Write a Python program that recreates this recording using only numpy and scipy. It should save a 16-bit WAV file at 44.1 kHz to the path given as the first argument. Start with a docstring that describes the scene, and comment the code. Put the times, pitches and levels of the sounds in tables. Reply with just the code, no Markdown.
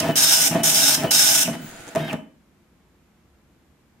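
"""A dot matrix printer

Three lines are printed in a small quiet room, heard from just above the lid. Needle impacts excite
the head and platen while a stepper motor whines; the case shudders and clunks in its own modes at
each turn of the carriage. Then the paper ticks forward, the carriage parks and only the room is left."""
import sys
import numpy as np
from scipy import signal
from scipy.fft import rfft, irfft
from scipy.io import wavfile

SR = 44100
rng = np.random.default_rng(int(sys.argv[2]) if len(sys.argv) > 2 else 0)


def materialize(psi):
    """Save the field psi as 16-bit PCM at rate SR to the path in sys.argv[1].

    A 1-D psi becomes a single channel; in a 2-D psi each row is a channel.
    """
    bounded = np.clip(np.atleast_2d(psi).T, -1, 1)
    quanta = np.round(bounded * 32767).astype(np.int16)
    wavfile.write(sys.argv[1], SR, quanta)


N = 176400
TIME = np.arange(N) / SR

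# Printed lines. Each row: start in seconds, end in seconds, gain in dB.
PRINT_LINES = [(-.32, 0.006, -2.5), (0.156, .483, -0.5), (.633, 0.954, 1.1), (1.108, 1.436, 0.5)]
# One list a line. Each row: time in seconds, gain of the needles in dB, gain of the platen in dB.
STRIKE_GAINS = [
    [(0.17, -20, -25), (0.25, -19, -22.5), (0.258, -22, -23), (0.334, -17.5, -22.5), (0.388, -22.5, -25.5),
     (0.414, -19, -26.5), (0.48, -21, -34)],
    [(0.645, -22, -38), (0.651, -21.5, -31), (0.739, -22, -30), (0.757, -21.5, -24.5), (0.95, -21, -25.5)],
    [(1.12, -20, -24.5), (1.306, -20.5, -24.5), (1.396, -22, -34.5), (1.418, -20, -28),
     (1.43, -22.5, -33.5)],
]
# Stereo balance of the printing. Each row: frequency in Hz, left minus right in dB.
PRINT_BALANCE = [(60, 8), (130, -1.5), (290, -8), (640, -0.5), (1410, 0.5), (3100, 0.5), (6820, -2.5),
                 (15000, 3)]
# Spectra of the impacts and noises. 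Each row: frequency in Hz, relative spectral density in dB.
HEAD_SPECTRUM = [(350, -46), (600, -15.5), (660, -5), (726, -18), (799, -6), (1050, -19), (1600, -8),
                 (1910, -10.5), (3390, -9.5), (3630, -8), (4640, -14), (5460, 1), (6170, -2), (9170, -4),
                 (10400, -9.5), (12900, -7), (15600, -13)]
PLATEN_SPECTRUM = [(100, -22.5), (600, -15), (850, -4), (1100, -3.5), (1600, 4), (2100, -15.5), (2700, 7.5),
                   (3700, 8.5), (4500, 6.5), (5300, 19), (6300, -20.5), (16000, -20)]
RATTLE_SPECTRUM = [(35, -35), (60, -21), (120, -7.5), (300, 1), (550, -3.5), (800, 4), (1200, -6),
                   (1800, 0), (2800, -6), (4000, -14.5), (7000, -26), (12000, -22), (16000, -25)]
CLICK_SPECTRUM = [(40, -14), (100, 6.5), (400, 8), (900, 13), (1800, 7), (3500, -17.5), (6000, 4),
                  (10000, 0), (16000, -8.5)]
THUD_SPECTRUM = [(35, -26.5), (70, -13), (130, 0.5), (250, 8), (420, -2.5), (600, -2), (800, -4.5),
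                 (1200, -11), (2000, -16.5), (3000, -17.5), (5000, -37), (16000, -57)]
TICK_SPECTRUM = [(300, 13), (1600, -3), (3000, -0.5), (4600, -4), (5500, -8), (6700, 8), (8000, -1.5),
                 (10000, -3), (13000, -17.5), (16000, -29.5)]
GEAR_SPECTRUM = [(47, -28), (80, -12.5), (367, -1.5), (421, -36.5), (467, -1), (537, -16.5), (684, 2),
                 (1000, -16), (1460, -4), (1960, -9.5), (5000, -18.5), (6500, -51), (11000, -120)]
PAPER_SPECTRUM = [(500, -12), (3000, -5), (9000, 2), (13000, -4), (16000, -6)]
AIR_SPECTRUM = [(15, -48), (25, -21), (70, -1.5), (101, -10), (211, -4.5), (305, -12.5), (366, -9),
                (397, -20), (429, -16), (558, -19.5), (997, -21), (2140, -26), (2310, -26.5), (4710, -33.5),
                (6990, -34), (10700, -38.5), (13500, -35), (14600, -57.5)]
# Carriage runs. Each row: times of start, full speed, braking and stop in seconds,
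# then the shudder in dB while speeding up, rolling and braking.
PRINT_RUNS = [(-.4, -.35, 0.0062, 0.085, -25, -30, -24.5), (.085, .122, 0.51, .552, -26.5, -36.5, -25.5),
              (.556, .615, .975, 1.036, -27.5, -33.5, -27), (1.04, 1.076, 1.53, 1.557, -26.5, -36, -31)]
PARK_RUNS = [(1.951, 2.02, 2.078, 2.138, -31, -33.5, -32)]
# Partials of the motor whines and of the hum. Each row: harmonic number, gain in dB.
PRINT_WHINE = [(1, -57.5), (2, -46)]
PARK_WHINE = [(3, -47.5), (4, -45.5), (5, -52), (6, -51), (7, -48), (9, -60), (10, -59)]
HUM_PARTIALS = [(2, -4), (3, -3), (4, -15)]
# Modes of the case. Each row: frequency in Hz, relative level in dB, T60 in seconds.
CASE_MODES = [(128, -10, 0.047), (157, 1.5, .2), (198.6, -6.5, .08), (235.2, 2, 0.15), (276, -1.5, 0.31),
              (291, -4, .12), (341, -12, .16), (484.6, -8.5, .16), (627, 1, .13), (668.2, 5, .09),
              (798, -14.5, .07), (1238, -17, .08), (1736, -6, 0.1), (2540, -13.5, .16), (3020, -15, .35)]
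# Carriage turns, stops and starts. Each row: time in seconds, gains of case, thud, rail, click in dB.
CLUNKS = [(.086, -26, -22, -18, -29.5), (.549, -24.5, -18, -17, -30), (1.036, -22.5, -20, -17, -23),
          (1.478, -26, -26.5, -22, -40), (1.951, -27, -26, -28, -25), (1.959, -24.5, -25, -14.5, -23),
          (2.130, -26, -25.5, -26, -26.5)]
# Hums of the case. Each row: start in seconds, end in seconds, gain in dB.
HUMS = [(0.026, .125, -30.5), (0.503, 0.628, -25), (.98, 1.074, -29.5), (1.45, 1.543, -27),
        (1.558, 1.659, -34), (1.954, 2.042, -26.5)]
# Braking squeaks. Each row: time of the peak in seconds, level in dB.
SQUEAKS = [(.03, -33.5), (.525, -35.5), (1.004, -34), (1.457, -28), (2.102, -30.5)]
# Tones on reaching printing speed. Each row: start in seconds, level in dB.
LOCK_INS = [(.123, -36.5), (.601, -40.5), (1.077, -33)]
# Envelope of the paper feed's ticks. Each row: time in seconds, level in dB.
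FEED_LEVELS = [(1.53, -54.5), (1.60, -54), (1.635, -47), (1.69, -45.5), (1.73, -48), (1.80, -47),
               (1.85, -52.5), (1.89, -39.5), (1.915, -69), (1.945, -49.5)]
# Whistles of the feed motor's drive. Each row: start in seconds, end in seconds, level in dB.
DRIVE_WHISTLES = [(.05, 0.156, -45.5), (0.525, 0.624, -53.5), (.99, 1.10, -46), (1.602, 1.70, -48)]
# Reverberation of the room. Each row: frequency in Hz, T60 in seconds.
ROOM_T60 = [(100, 0.18), (300, 0.64), (700, 0.34), (1500, 0.4), (4000, 0.28), (10000, 0.31), (16000, 0.27)]
# Likeness of the two ears' signals. Each row: frequency in Hz, correlation from 0 to 1.
COHERENCE = [(100, 0.93), (300, 0.88), (700, 0.62), (1500, 0.48), (3000, .15), (6000, 0), (16000, 0)]
# Faint electrical whines. Each row: frequency in Hz, level in dB.
IDLE_TONES = [(2283, -83.5), (6998, -94.5), (12581, -92.5)]

COLUMN_HZ, PARK_HZ = 1477.5, 534.3  # fundamentals of the motor when printing and parking
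NEEDLES, GLYPHS, GLYPH_COLUMNS, DOT_CHANCE = 12, 14, 6, .4
NEEDLE_T60_S, PLATEN_T60_S, PLATEN_SPOTS = .0072, .031, 5
RAIL_HZ, RAIL_RISE_S, THUD_RISE_S, CLICK_T60_S = 665, .009, .0079, .016
FEED_HZ, TICK_T60_S, DRIVE_HZ = 192, .01432, 15550


def print_head(jitter_s=.00016, spread_db=1.5, head_db=3, platen_db=2):
    """Impact excitation: a needle strikes for each dot; the platen rings differently along the line."""
    columns = np.arange(int(N / SR * COLUMN_HZ) - 4)
    font = rng.random((GLYPHS, GLYPH_COLUMNS, NEEDLES)) < DOT_CHANCE
    text = rng.integers(0, GLYPHS, len(columns))
    dots = font[text[columns // GLYPH_COLUMNS], columns % GLYPH_COLUMNS]
    printing = sum(amp(db) * gate(start, end) for start, end, db in PRINT_LINES) * amp(wander(40))
    position = sum((-1) ** k * np.clip((TIME - start) / (end - start), 0, 1)  # to and fro, 0 to 1
                   for k, (start, end, _) in enumerate(PRINT_LINES))
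    head, platen, blows = np.zeros((2, N)), np.zeros((2, N)), np.zeros(N)
    for k in range(NEEDLES):
        strikes = np.zeros(N)
        times = (columns + k / NEEDLES) / COLUMN_HZ + jitter_s * rng.standard_normal(len(columns))
        strengths = amp(spread_db * rng.standard_normal(len(columns)))
        strikes[(times * SR).astype(int)] = dots[:, k] * strengths
        strikes = unit_rms(strikes - strikes.mean()) * printing / np.sqrt(NEEDLES)
        head += convolve(strikes, dense_ring(NEEDLE_T60_S))
        blows += strikes
    times, head_gains, platen_gains = np.concatenate(STRIKE_GAINS).T
    head *= amp(np.interp(TIME, times, head_gains))
    blows *= amp(np.interp(TIME, times, platen_gains))
    for k in range(PLATEN_SPOTS):
        nearness = np.cos(np.pi / 2 * np.clip(position * (PLATEN_SPOTS - 1) - k, -1, 1))
        platen += convolve(blows * nearness, dense_ring(PLATEN_T60_S))
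    out = amp(head_db) * shaped(head, HEAD_SPECTRUM) + amp(platen_db) * shaped(platen, PLATEN_SPECTRUM)
    left_db = lookup(PRINT_BALANCE, np.fft.rfftfreq(N, 1 / SR)) / 2
    return irfft(rfft(out) * amp([left_db, -left_db]), N)


def carriage(runs, top_hz, partials, whine_power, jolts_per_s=1500, rattle_db=-8):
    """Forced vibration: pitch follows speed; belt and gears shake the case most as speed changes."""
    speed, force = np.zeros((2, N))
    for start, cruise, brake, stop, up_db, roll_db, down_db in runs:
        speed += np.sin(np.pi / 2 * np.interp(TIME, [start, cruise, brake, stop], [0, 1, 1, 0]))
        force += (amp(up_db) * gate(start, cruise) + amp(roll_db) * gate(cruise, brake)
                  + amp(down_db) * gate(brake, stop))
    cycles = np.cumsum(top_hz * speed * (1 + .0022 * wander(80))) / SR
    whine = sum(amp(db + 2 * wander(45)) * rms_sine(k * cycles + rng.random((2, 1)) / 2)
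                for k, db in partials)
    signs = rng.choice([-1., 1.], (3, N))
    jolts = unit_rms(signs * (rng.random((3, N)) < jolts_per_s / SR)) * force
    ring = case_ring()
    shudder = convolve(jolts[0], ring / np.linalg.norm(ring))
    rattle = amp(rattle_db) * shaped(correlate_ears(jolts[1:]), RATTLE_SPECTRUM)
    return whine * speed ** whine_power + shudder + rattle


def case_ring():
    """Modal superposition: after a blow the plastic case rings as a sum of damped cosines."""
    t = TIME[:SR // 2]
    return sum(amp(db - 60 * t / t60) * np.cos(2 * np.pi * hz * t) for hz, db, t60 in CASE_MODES)


def clunks():
    """Transient response: a carriage jolt gives a click, a case ring, a thud and a swelling rail tone."""
    out, ring = np.zeros((2, N)), case_ring()
    ring = .1 * ring / ring.std()
    t = TIME[:len(ring)]
    rail = swell(t / RAIL_RISE_S) ** 2.6 * np.sin(2 * np.pi * RAIL_HZ * t)
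    for start, case_db, thud_db, rail_db, click_db in CLUNKS:
        click = shaped(stereo_white(len(t)) * amp(-60 * t / CLICK_T60_S), CLICK_SPECTRUM)
        thud = shaped(stereo_white(len(t)) * swell(t / THUD_RISE_S), THUD_SPECTRUM)
        clunk = amp(case_db) * ring + amp(thud_db) * thud + amp(rail_db) * rail + amp(click_db) * click
        first = round(start * SR)
        out[:, first:first + len(t)] += clunk
    return out


def case_hum(hz=81.6, sag_per_s=.7, flutter=.03):
    """Forced vibration: the case hums in slightly falling harmonics as the motors start and stop."""
    out = np.zeros(N)
    for start, end, db in HUMS:
        elapsed = np.clip(TIME, start, end) - start
        cycles = np.cumsum(hz * (1 - sag_per_s * elapsed + flutter * wander(44))) / SR
        hum = sum(amp(gain) * np.sin(2 * np.pi * (k * cycles + rng.random())) for k, gain in HUM_PARTIALS)
        out += amp(db) * gate(start, end, edge_s=.02) * hum
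    return out


def brake_squeaks(hz=2750, fall_per_s=9.2, roughness_hz=380, width_s=.011):
    """Amplitude modulation: noise roughens a short whistle that falls as the carriage brakes."""
    out = np.zeros((2, N))
    for peak, db in SQUEAKS:
        t = np.clip(TIME - peak, -.1, .1)
        cycles = np.cumsum(hz * np.exp(-fall_per_s * t)) / SR
        whistle = amp(db) * np.exp(-(t / width_s) ** 2 / 2) * rms_sine(cycles)
        for ear in out:
            ear += whistle * wander(roughness_hz)
    return out


def motor_lock_ins(length_s=.034):
    """Periodic forcing: on reaching speed the motor sings at its step rate, twice the column rate."""
    envelope = sum(amp(db) * gate(start, start + length_s) for start, db in LOCK_INS)
    tone = np.sin(2 * np.pi * 2 * COLUMN_HZ * TIME + .3 * wander(150))
    return envelope * tone * amp(2.5 * wander(150))


def paper_feed(spread_db=1.5, limp_db=2.5, gears_db=-44.5, paper_db=-53.5):
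    """Impulse train and friction: weak and strong motor steps tick over gear noise and sliding paper."""
    times, levels = np.transpose(FEED_LEVELS)
    step_times = np.arange(times[0], times[-1], 1 / FEED_HZ)
    count = len(step_times)
    step_db = spread_db * rng.standard_normal(N)[:count] + limp_db * (np.arange(count) % 2)
    steps = np.zeros(N)
    steps[(step_times * SR).astype(int)] = unit_rms(amp(step_db))
    steps *= amp(np.interp(TIME, times, levels)) * np.sqrt(SR / FEED_HZ)
    decay = amp(-60 * TIME[:2048] / TICK_T60_S)
    ticks = convolve(steps, decay / np.linalg.norm(decay)) * noise(TICK_SPECTRUM)
    friction = amp(gears_db) * noise(GEAR_SPECTRUM) + amp(paper_db) * noise(PAPER_SPECTRUM)
    return ticks + friction * gate(times[0], times[-1], edge_s=.02)


def drive_whistle(width_hz=330):
    """Sidebands: random modulation spreads the feed drive's very high tone into a narrow band."""
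    envelope = sum(amp(db) * gate(start, end, edge_s=.02) for start, end, db in DRIVE_WHISTLES)
    return envelope * rms_sine(DRIVE_HZ * TIME) * np.array([wander(width_hz), wander(width_hz)])


def room_tail(size=32768, onset_s=.0021):
    """Reverberation: the diffuse field of a small room decays exponentially, each band at its rate."""
    hz, t, bands = signal.stft(stereo_white(size), SR, nperseg=256)
    bands = bands * amp(-60 * t / lookup(ROOM_T60, hz)[:, None])
    tail = signal.istft(bands, SR, nperseg=256)[1][:, :size] * np.clip(TIME[:size] / onset_s, 0, 1)
    return tail / np.linalg.norm(tail[0])


def background(air_db=-59):
    """Noise floor: steady broadband air noise lies under faint electrical pure tones."""
    whines = sum(amp(db) * rms_sine(hz * TIME + rng.random((2, 1))) for hz, db in IDLE_TONES)
    return amp(air_db) * noise(AIR_SPECTRUM) + whines


def amp(db):
    """Amplitude ratio of a level in decibels."""
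    return 10 ** (np.asarray(db) / 20)


def unit_rms(x):
    """Normalisation to rms 1."""
    return x / np.sqrt(np.mean(x ** 2) + 1e-20)


def rms_sine(cycles):
    """Sinusoid of rms 1."""
    return np.sqrt(2) * np.sin(2 * np.pi * cycles)


def gate(start, end, edge_s=.003):
    """Trapezoidal window: 1 between two times, with linear ramps."""
    return np.clip(np.minimum(TIME - start, end - TIME) / edge_s + .5, 0, 1)


def swell(x):
    """Critically damped pulse, peaking at 1 where x is 1."""
    return x * np.exp(1 - x)


def wander(hz):
    """Random modulation: low-passed noise of rms 1."""
    low_pass = np.exp(-(np.fft.rfftfreq(N, 1 / SR) / hz) ** 2)
    return unit_rms(irfft(rfft(rng.standard_normal(N)) * low_pass, N))


def lookup(table, hz):
    """Interpolation on a logarithmic frequency axis."""
    frequencies, values = np.transpose(table)
    return np.interp(np.log(hz + 1), np.log(frequencies + 1), values)


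def convolve(x, response):
    """Linear filtering by an impulse response, cut to the input's length."""
    return signal.fftconvolve(np.atleast_2d(x), np.atleast_2d(response), axes=1)[:, :x.shape[-1]]


def shaped(x, spectrum, size=4096):
    """Minimum-phase filtering by a response of energy 1 with the given spectrum."""
    log_gain = np.log(amp(lookup(spectrum, abs(np.fft.fftfreq(size, 1 / SR)))))
    response = np.fft.ifft(np.exp(np.conj(signal.hilbert(log_gain)))).real[:size // 2]
    return convolve(x, response / np.linalg.norm(response))


def correlate_ears(x):
    """Interaural coherence: two independent channels are mixed to be alike in the bass."""
    mid, side = rfft(x)
    coherence = lookup(COHERENCE, np.fft.rfftfreq(x.shape[1], 1 / SR))
    angle = np.arccos(np.clip(coherence, -1, 1)) / 2
    mid, side = mid * np.cos(angle), side * np.sin(angle)
    return irfft(np.array([mid + side, mid - side]), x.shape[1])


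def stereo_white(size):
    """White noise, coherent between the ears in the bass."""
    return correlate_ears(rng.standard_normal((2, size)))


def noise(spectrum):
    """Coloured stereo noise of rms 1."""
    return unit_rms(shaped(stereo_white(N), spectrum))


def dense_ring(t60, size=2048):
    """Modal overlap: crowded modes ring as decaying noise, of energy 1 in each ear."""
    ring = correlate_ears(rng.standard_normal((2, size)) * amp(-60 * TIME[:size] / t60))
    return ring / np.linalg.norm(ring, axis=1, keepdims=True)


def scene(head_room_db=-5.5, body_room_db=-8):
    """Superposition: the printer's direct sound, its reverberation and the noise floor add."""
    head = print_head()
    body = carriage(PRINT_RUNS, COLUMN_HZ, PRINT_WHINE, whine_power=8)
    body += carriage(PARK_RUNS, PARK_HZ, PARK_WHINE, whine_power=.7)
    body += clunks() + case_hum() + brake_squeaks() + motor_lock_ins() + paper_feed() + drive_whistle()
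    reverberation = convolve(amp(head_room_db) * head + amp(body_room_db) * body, room_tail())
    return head + body + reverberation + background()


def record(dry, cutoff_hz=15800):
    """Band limiting: a linear-phase low-pass removes the highest treble."""
    low_pass = signal.firwin(511, cutoff_hz, window=("kaiser", 9), fs=SR)
    return signal.oaconvolve(dry, low_pass[None], "same")


dry = scene()
out = record(dry)
materialize(out)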